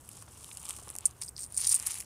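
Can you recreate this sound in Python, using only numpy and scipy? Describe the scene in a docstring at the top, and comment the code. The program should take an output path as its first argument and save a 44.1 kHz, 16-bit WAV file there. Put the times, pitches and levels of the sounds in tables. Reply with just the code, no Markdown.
"""A sharp glassy flake clinks and scrapes on a stone core: noise bursts ring short high modes near 9 kHz.
Hands rub skin, cloth and stone on denim: grainy friction noise in treble, upper mids and low mids.
Dry ticks of grit are clicks with a dying chatter; fingers tap the cloth as noise puffs in a low resonance.
Outdoors, far rumble and faint hiss lie below as steady coloured noise; the treble has a broad peak near 9 kHz."""
import sys
import numpy as np
from scipy import signal
from scipy.fft import rfft, irfft
from scipy.io import wavfile

SR = 44100
rng = np.random.default_rng(int(sys.argv[2]) if len(sys.argv) > 2 else 0)


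def wav_out(sig):
    """Save sig, one row per channel (or a flat mono array), as 16-bit PCM at SR to the path in sys.argv[1]."""
    wavfile.write(sys.argv[1], SR, np.round(np.clip(np.atleast_2d(sig).T, -1, 1) * 32767).astype(np.int16))


N = 90581

GRIP_S, SCRAPE_S, LIFT_S = 1.2, 1.56, 1.79   # flake gripped, dragged hard, lifted free
CLICK_OVER_CHATTER = 4.0   # first sample of ticks and taps, re unit noise


def amp(db):
    """dB to gain."""
    return 10 ** (np.asarray(db) / 20)


def rms_one(x):
    """Scale to rms 1."""
    return x / np.sqrt(np.mean(x ** 2) + 1e-20)


def peak(x, hz, wide_hz):
    """Two-pole resonance, about unit gain on top."""
    r = np.exp(-np.pi * wide_hz / SR)
    zeros = [(1 - r * r) / 2, 0, (r * r - 1) / 2]
    poles = [1, -2 * r * np.cos(2 * np.pi * hz / SR), r * r]
    return signal.lfilter(zeros, poles, x + 1e-18)


def band(x, low_hz, high_hz=None):
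    """Butterworth band-pass, or high-pass without a top edge."""
    edges, kind = ([low_hz, high_hz], "band") if high_hz else (low_hz, "high")
    return signal.sosfilt(signal.butter(2, edges, kind, fs=SR, output="sos"), x + 1e-18)


TREBLE_HZ, TREBLE_STAGE_WIDE_HZ = 8590, 3970   # broad treble peak, default centre
TOP_END_HZ, SKIRT_DB = 11500, -22   # flat top end above the peak


def treble(x, hz=TREBLE_HZ):
    """Broad two-stage peak over a flat top end."""
    peaked = peak(peak(x, hz, TREBLE_STAGE_WIDE_HZ), hz, TREBLE_STAGE_WIDE_HZ)
    return peaked + amp(SKIRT_DB) * band(x, TOP_END_HZ)


UPPER_HZ, UPPER_EDGE_HZ = 4786, 4200
UPPER_WIDE_HZ, RUB_UPPER_WIDE_HZ = 1378, 4500   # per stage


def upper(x, wide_hz):
    """Upper mids: two-stage resonance, cut steeply below."""
    peaked = peak(peak(x, UPPER_HZ, wide_hz), UPPER_HZ, wide_hz)
    return band(band(peaked, UPPER_EDGE_HZ), UPPER_EDGE_HZ)


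LOW_HZ, LOW_HZ_REACHING, LOW_WIDE_HZ = 2157, 2778, 1565   # REACHING: before the grip


def low(x, hz):
    """Low mids of the hand: two-stage resonance, cut below."""
    return band(peak(peak(x, hz, LOW_WIDE_HZ), hz, LOW_WIDE_HZ * 2), 1040)


# far rumble and hiss, relative spectrum: f/Hz, level/dB per Hz
AIR_SPECTRUM = [(25, -12), (50, -13.5), (70, 4.5), (86, -6.5), (106, -0.5), (190, -12), (700, -19.5),
                (1200, -21.5), (1600, -24.5), (4000, -45.5), (9000, -28), (16000, -36)]
AIR_RMS_DB = -56


def air():
    """Far rumble and hiss: white noise shaped in the spectrum."""
    hz, db = np.transpose(AIR_SPECTRUM)
    log_hz = np.log(np.fft.rfftfreq(N, 1 / SR) + 1)
    shape_db = np.interp(log_hz, np.log(np.r_[10, hz]), np.r_[db[0] - 20, db])
    noise = irfft(rfft(rng.standard_normal(N)) * amp(shape_db), N)
    return amp(AIR_RMS_DB) * rms_one(noise)


# ring pitch as grip and hand position shift: t/s, f/Hz
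RING_PITCH = [(0, 10250), (.14, 9180), (.4, 9220), (.62, 9150), (.71, 8360), (.9, 9264), (1.06, 8965),
              (1.22, 8823), (1.275, 8525), (1.39, 8574), (1.52, 9190), (1.575, 8840), (1.62, 9070),
              (1.78, 8920), (2.05, 9860)]


def ring_hz(s):
    """Ring pitch at time s, interpolated."""
    return np.interp(s, *np.transpose(RING_PITCH))


RING_STAGE_WIDE_HZ = 687


def gliding_ring(x, multiple):
    """Two-stage resonance tracking a multiple of the ring pitch, retuned per block."""
    block = 128
    r = np.exp(-np.pi * RING_STAGE_WIDE_HZ / SR)
    out, state = np.zeros(N), np.zeros((2, 2))
    for i in range(0, N, block):
        hz = multiple * ring_hz(i / SR)
        row = [1, 0, -1, 1, -2 * r * np.cos(2 * np.pi * hz / SR), r * r]
        out[i:i + block], state = signal.sosfilt([row, row], x[i:i + block], zi=state)
    return out


GRAINS_PER_S, GRAIN_SPREAD_DB = 2900, 5.5
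CLUMP_DB, CLUMP_SAMPLES = 4, 160   # level wander, catching and slipping


def friction(smooth_share):
    """Uneven random grains over smooth noise, catching and slipping every few ms."""
    sizes = amp(GRAIN_SPREAD_DB * np.minimum(rng.exponential(1, N), 3.0)) * rng.choice([-1, 1], N)
    grains = sizes * (rng.random(N) < GRAINS_PER_S / SR)
    knots = N // CLUMP_SAMPLES + 2
    clumps = np.interp(np.arange(N) / CLUMP_SAMPLES, np.arange(knots), rng.standard_normal(knots))
    return amp(CLUMP_DB * clumps) * (rms_one(grains) + smooth_share * rng.standard_normal(N))


SMOOTH_SHARE, SMOOTH_SHARE_LOW = 0.44, 0.906   # smooth noise re grain rms
RING_SHARE, RING_SHARE_SCRAPING = 0.25, 1.2   # ring re treble, before and after the grip
OVERTONE_DB, RUB_TOP_END_DB = -28, -16   # re ring, re treble
CLOTH_HZ, CLOTH_DB, CLOTH_DB_SCRAPING = 1059.3, -0.5, -7   # re hand; cloth quieter once gripped
# rubbing of skin, cloth and stone: t/s, treble rms level/dB, upper mids/dB re treble, low mids/dB re treble
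RUB_LEVELS = [(0, -61, -19.5, -11), (0.1, -56.5, -10, -10), (0.16, -52, -8.5, -11),
              (0.221, -56.5, -6, -11.5), (0.25, -67.5, -2, -6.5), (0.32, -58, -9.5, -8),
              (0.44, -51.5, -12.5, -12), (0.6, -51.5, -17, -13), (0.66, -47, -30, -9.5),
              (0.704, -49.5, -2, -2.5), (0.716, -45.5, -22, -11), (0.8, -54.5, -7, -10.5),
              (0.9, -52.5, -33, -7), (0.97, -57, -21, -11.5), (1.03, -62.5, -4, 2),
              (1.075, -48.5, -30.5, -19), (1.1, -59, -21, -7), (1.15, -71.5, -4.5, 0),
              (1.209, -61, -9.5, -9.5), (1.222, -33.5, -10.5, -15), (1.243, -52.5, -6.5, -20),
              (1.29, -43, -36.5, -26), (1.305, -65.5, -11.5, -9), (1.35, -72.5, -1, -11),
              (1.383, -43.5, -12, -18), (1.441, -42, -8.5, -26), (1.48, -58.5, -26, -15),
              (1.514, -51, -11, -15.5), (1.562, -49, -10, -22), (1.58, -38, -14, -19),
              (1.64, -41, 1.5, -6.5), (1.687, -32.5, -11, -22.5), (1.723, -26.5, -6.5, -21.5),
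              (1.74, -37, -14.5, -15), (1.757, -26.5, -15.5, -20), (1.781, -44, -10.5, -9.5),
              (1.84, -45.5, -19.5, -6.5), (1.87, -31.5, -39, -18), (1.9, -44, 0.5, -5.5),
              (1.98, -41, -15, -14.5), (2.01, -39, -58, -19), (2.05, -60, 4.5, -10.5)]


def rubbing():
    """Friction in three colours following the hands; ring and overtone stand out in the scrape."""
    s, db, upper_db, low_db = np.transpose(RUB_LEVELS)
    x, other = friction(SMOOTH_SHARE), friction(SMOOTH_SHARE_LOW)
    t = np.arange(N) / SR
    gripped = t > GRIP_S

    ring_shares = [RING_SHARE, RING_SHARE_SCRAPING]
    share = np.select([t < GRIP_S, t < LIFT_S], ring_shares, RING_SHARE_SCRAPING / 2)
    overtone = rms_one(gliding_ring(x, FLAKE_MODES[-1][0]))
    ring = rms_one(gliding_ring(x, 1)) + amp(OVERTONE_DB) * overtone
    top = (rms_one(treble(x)) + share * ring) / (1 + share)
    top = top + amp(RUB_TOP_END_DB) * rms_one(band(band(x, TOP_END_HZ), TOP_END_HZ))

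    hand = np.where(gripped, rms_one(low(other, LOW_HZ)), rms_one(low(other, LOW_HZ_REACHING)))
    cloth_top_hz = CLOTH_HZ * 1.258
    cloth = rms_one(band(band(other, 752, cloth_top_hz), 752, cloth_top_hz))
    lows = hand + amp(np.where(gripped, CLOTH_DB_SCRAPING, CLOTH_DB)) * cloth

    uppers = upper(x + other, RUB_UPPER_WIDE_HZ)
    colours = ((db, top), (db + upper_db, uppers), (db + low_db, lows))
    return sum(amp(np.interp(t, s, level_db)) * rms_one(c) for level_db, c in colours)


def contacts(rows, chatter_s, click, top):
    """Per row: a click with exponentially dying chatter, in three colours at own peak levels."""
    length = 500
    fade = np.exp(-np.arange(length) / (chatter_s * SR))
    bursts = rng.standard_normal((len(rows), length)) * fade
    bursts[:, 0] = click
    out = np.zeros(N + length)
    for (s, db, upper_db, low_db), burst in zip(rows, bursts):
        i = int(s * SR) - 8   # start 8 samples early
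        upper_wide_hz = UPPER_WIDE_HZ if GRIP_S < s < SCRAPE_S else RUB_UPPER_WIDE_HZ
        low_hz = LOW_HZ if s > GRIP_S else LOW_HZ_REACHING
        colours = ((top(burst, s), db),
                   (upper(burst, upper_wide_hz), db + upper_db),
                   (low(burst, low_hz), db + low_db))
        for sound, level_db in colours:
            out[i:i + length] += amp(level_db) * sound / np.abs(sound).max()
    return out[:N]


TICK_CHATTER_S = 0.000702   # decay to 1/e
# dry ticks of grit: t/s, treble peak level/dB, upper mids/dB re treble, low mids/dB re treble
GRIT_TICKS = [(0.0907, -28.5, -26.5, -15.5), (0.2247, -32, -20.5, -19.5), (0.4447, -30, -8, -8.5),
              (0.5146, -46.5, -21.5, 13.5), (0.5722, -23.5, -10, -17.5), (0.6299, -28, -34, -25.5),
              (0.6538, -26.5, -11.5, -20), (0.6574, -30, -7.5, -13.5), (0.666, -36, -8.5, -3.5),
              (0.6837, -29, -29, -26.5), (0.69, -25.5, -14, -12), (0.6951, -18, -37, -36),
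              (0.7014, -29, -17.5, -35), (0.7075, -21.5, -17, -8.5), (0.7652, -27, -15.5, -16.5),
              (0.8823, -31.5, -32, -37), (0.8907, -37, 3, -5.5), (0.9025, -23, -34.5, -32.5),
              (0.9531, -24.5, -27.5, -20.5), (0.9638, -24, -39, -32), (0.9858, -19.5, -22.5, -20.5),
              (1.0083, -31.5, -24, -22), (1.07, -24.5, -29.5, -28), (1.1106, -37, -6, -25),
              (1.833, -30.5, -22.5, -25.5), (1.7926, -22.5, -24.5, -28), (1.7996, -17.5, -12, -23),
              (1.8264, -23.5, -27.5, -34), (1.8707, -11, -28, -23), (1.9006, -30.5, -20.5, -28.5),
              (1.9082, -19.5, -26, -14), (1.9427, -22.5, -35, -13.5), (1.9544, -27, -33, -12),
              (1.9617, -40, -27.5, -24.5), (2.0036, -21.5, -11, -16), (2.0089, -30, 1, -14.5),
              (2.025, -43, -5, 1)]


def ticks():
    """Dry grit contacts, treble centred on the ring pitch."""
    return contacts(GRIT_TICKS, TICK_CHATTER_S, CLICK_OVER_CHATTER, lambda x, s: treble(x, ring_hz(s)))


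TAP_DECAY_S = 0.0067   # to 1/e
# soft finger taps on cloth: t/s, peak level/dB, f/Hz
FINGER_TAPS = [(0.223, -46.5, 1190), (0.278, -46.5, 725), (0.787, -43.5, 1023), (0.694, -41.5, 1050),
               (0.822, -46.5, 413), (0.874, -39.5, 846), (0.901, -44.5, 1110), (0.953, -42, 1010)]


def taps():
    """Dull knocks: a fading noise puff through a low resonance plus a low band."""
    length = 1500
    out, t = np.zeros(N), np.arange(length) / SR
    for (s, db, hz), puff in zip(FINGER_TAPS, rng.standard_normal((len(FINGER_TAPS), length))):
        fading = np.r_[CLICK_OVER_CHATTER, puff[1:]] * np.exp(-t / TAP_DECAY_S)
        knock = peak(fading, hz, hz / 2) + 0.647 * band(fading, 258, 1160)
        out[int(s * SR):][:length] += amp(db) * knock / np.abs(knock).max()
    return out


# flake modes: f/ring pitch, level/dB before random spread, t60/s
FLAKE_MODES = [(0.801, -6, 0.0096), (0.962, -0.5, 0.0143), (1.048, 0, 0.00283), (1.62, 5, 0.0045)]


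def clink_colour(x, s):
    """Flake modes round the ring pitch, strengths redrawn per clink."""
    spread_db = rng.normal(0, 3, len(FLAKE_MODES))
    rings = 0
    for (multiple, db, t60_s), extra_db in zip(FLAKE_MODES, spread_db):
        wide_hz = np.log(1000) / np.pi / t60_s
        rings = rings + amp(db + extra_db) * peak(x, multiple * ring_hz(s), wide_hz)
    return treble(rms_one(rings) + 0.095 * rms_one(x), ring_hz(s))


CLINK_CHATTER_S, CLINK_LOW_DB = 0.000987, -34   # decay to 1/e; low mids re treble
# clinks of flake on core: t/s, treble peak level/dB, upper mids/dB re treble
FLAKE_CLINKS = [(1.0555, -8.5, -28.5), (1.0593, -12.5, -41.5), (1.0591, -10.5, -45), (1.0626, -17.5, -44),
                (1.2154, -26, -33.5), (1.2218, -28.5, 1.5), (1.2345, -39.5, 5.5), (1.2464, -33.5, -28),
                (1.2793, -44, 5), (1.284, -37.5, 5), (1.2903, -32, -34), (1.365, -42, 12.5),
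                (1.379, -37.5, 6), (1.3922, -27.5, -13.5), (1.406, -34.5, -29.5), (1.4108, -30, -28),
                (1.421, -29, -16.5), (1.4326, -25, -9), (1.4469, -32.5, -33), (1.463, -33, -13.5),
                (1.5223, -31, -32.5), (1.5448, -28.5, -15.5), (1.5523, -28.5, -31), (1.5746, -17.5, -10.5),
                (1.5783, -11.5, -17.5), (1.5831, -20.5, -5.5), (1.605, -22, -21.5), (1.6117, -22.5, -4.5),
                (1.6155, -18.5, -7), (1.6393, -22, -23), (1.6455, -25, 6), (1.6516, -20, -6),
                (1.6701, -14, -27), (1.6734, -12.5, -6), (1.6927, -12.5, -26.5), (1.7126, -18.5, -33.5),
                (1.7163, -15.5, -33.5), (1.7201, -21, -26.5), (1.7241, -13, -18.5), (1.7285, -16, -29),
                (1.7433, -11.5, -27.5), (1.745, -17, -34), (1.7487, -11, -19.5), (1.7535, -14, -38),
                (1.76, -17, -27.5), (1.8644, -23.5, -3), (1.8665, -16, -6.5), (1.9145, -24.5, -26.5)]


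def clinks():
    """Flake on core: soft-edged bursts exciting the flake modes."""
    rows = [(*row, CLINK_LOW_DB) for row in FLAKE_CLINKS]
    return contacts(rows, CLINK_CHATTER_S, 0.68, clink_colour)


def scene():
    """Sum of all sources, one channel."""
    return (air() + rubbing() + ticks() + taps() + clinks())[None]


CUTOFF_HZ = 16050   # stopband edge


def record(dry):
    """Steep low-pass, 70 dB stopband."""
    return signal.sosfilt(signal.cheby2(20, 70, CUTOFF_HZ, fs=SR, output="sos"), dry)


dry = scene()
out = record(dry)
wav_out(out)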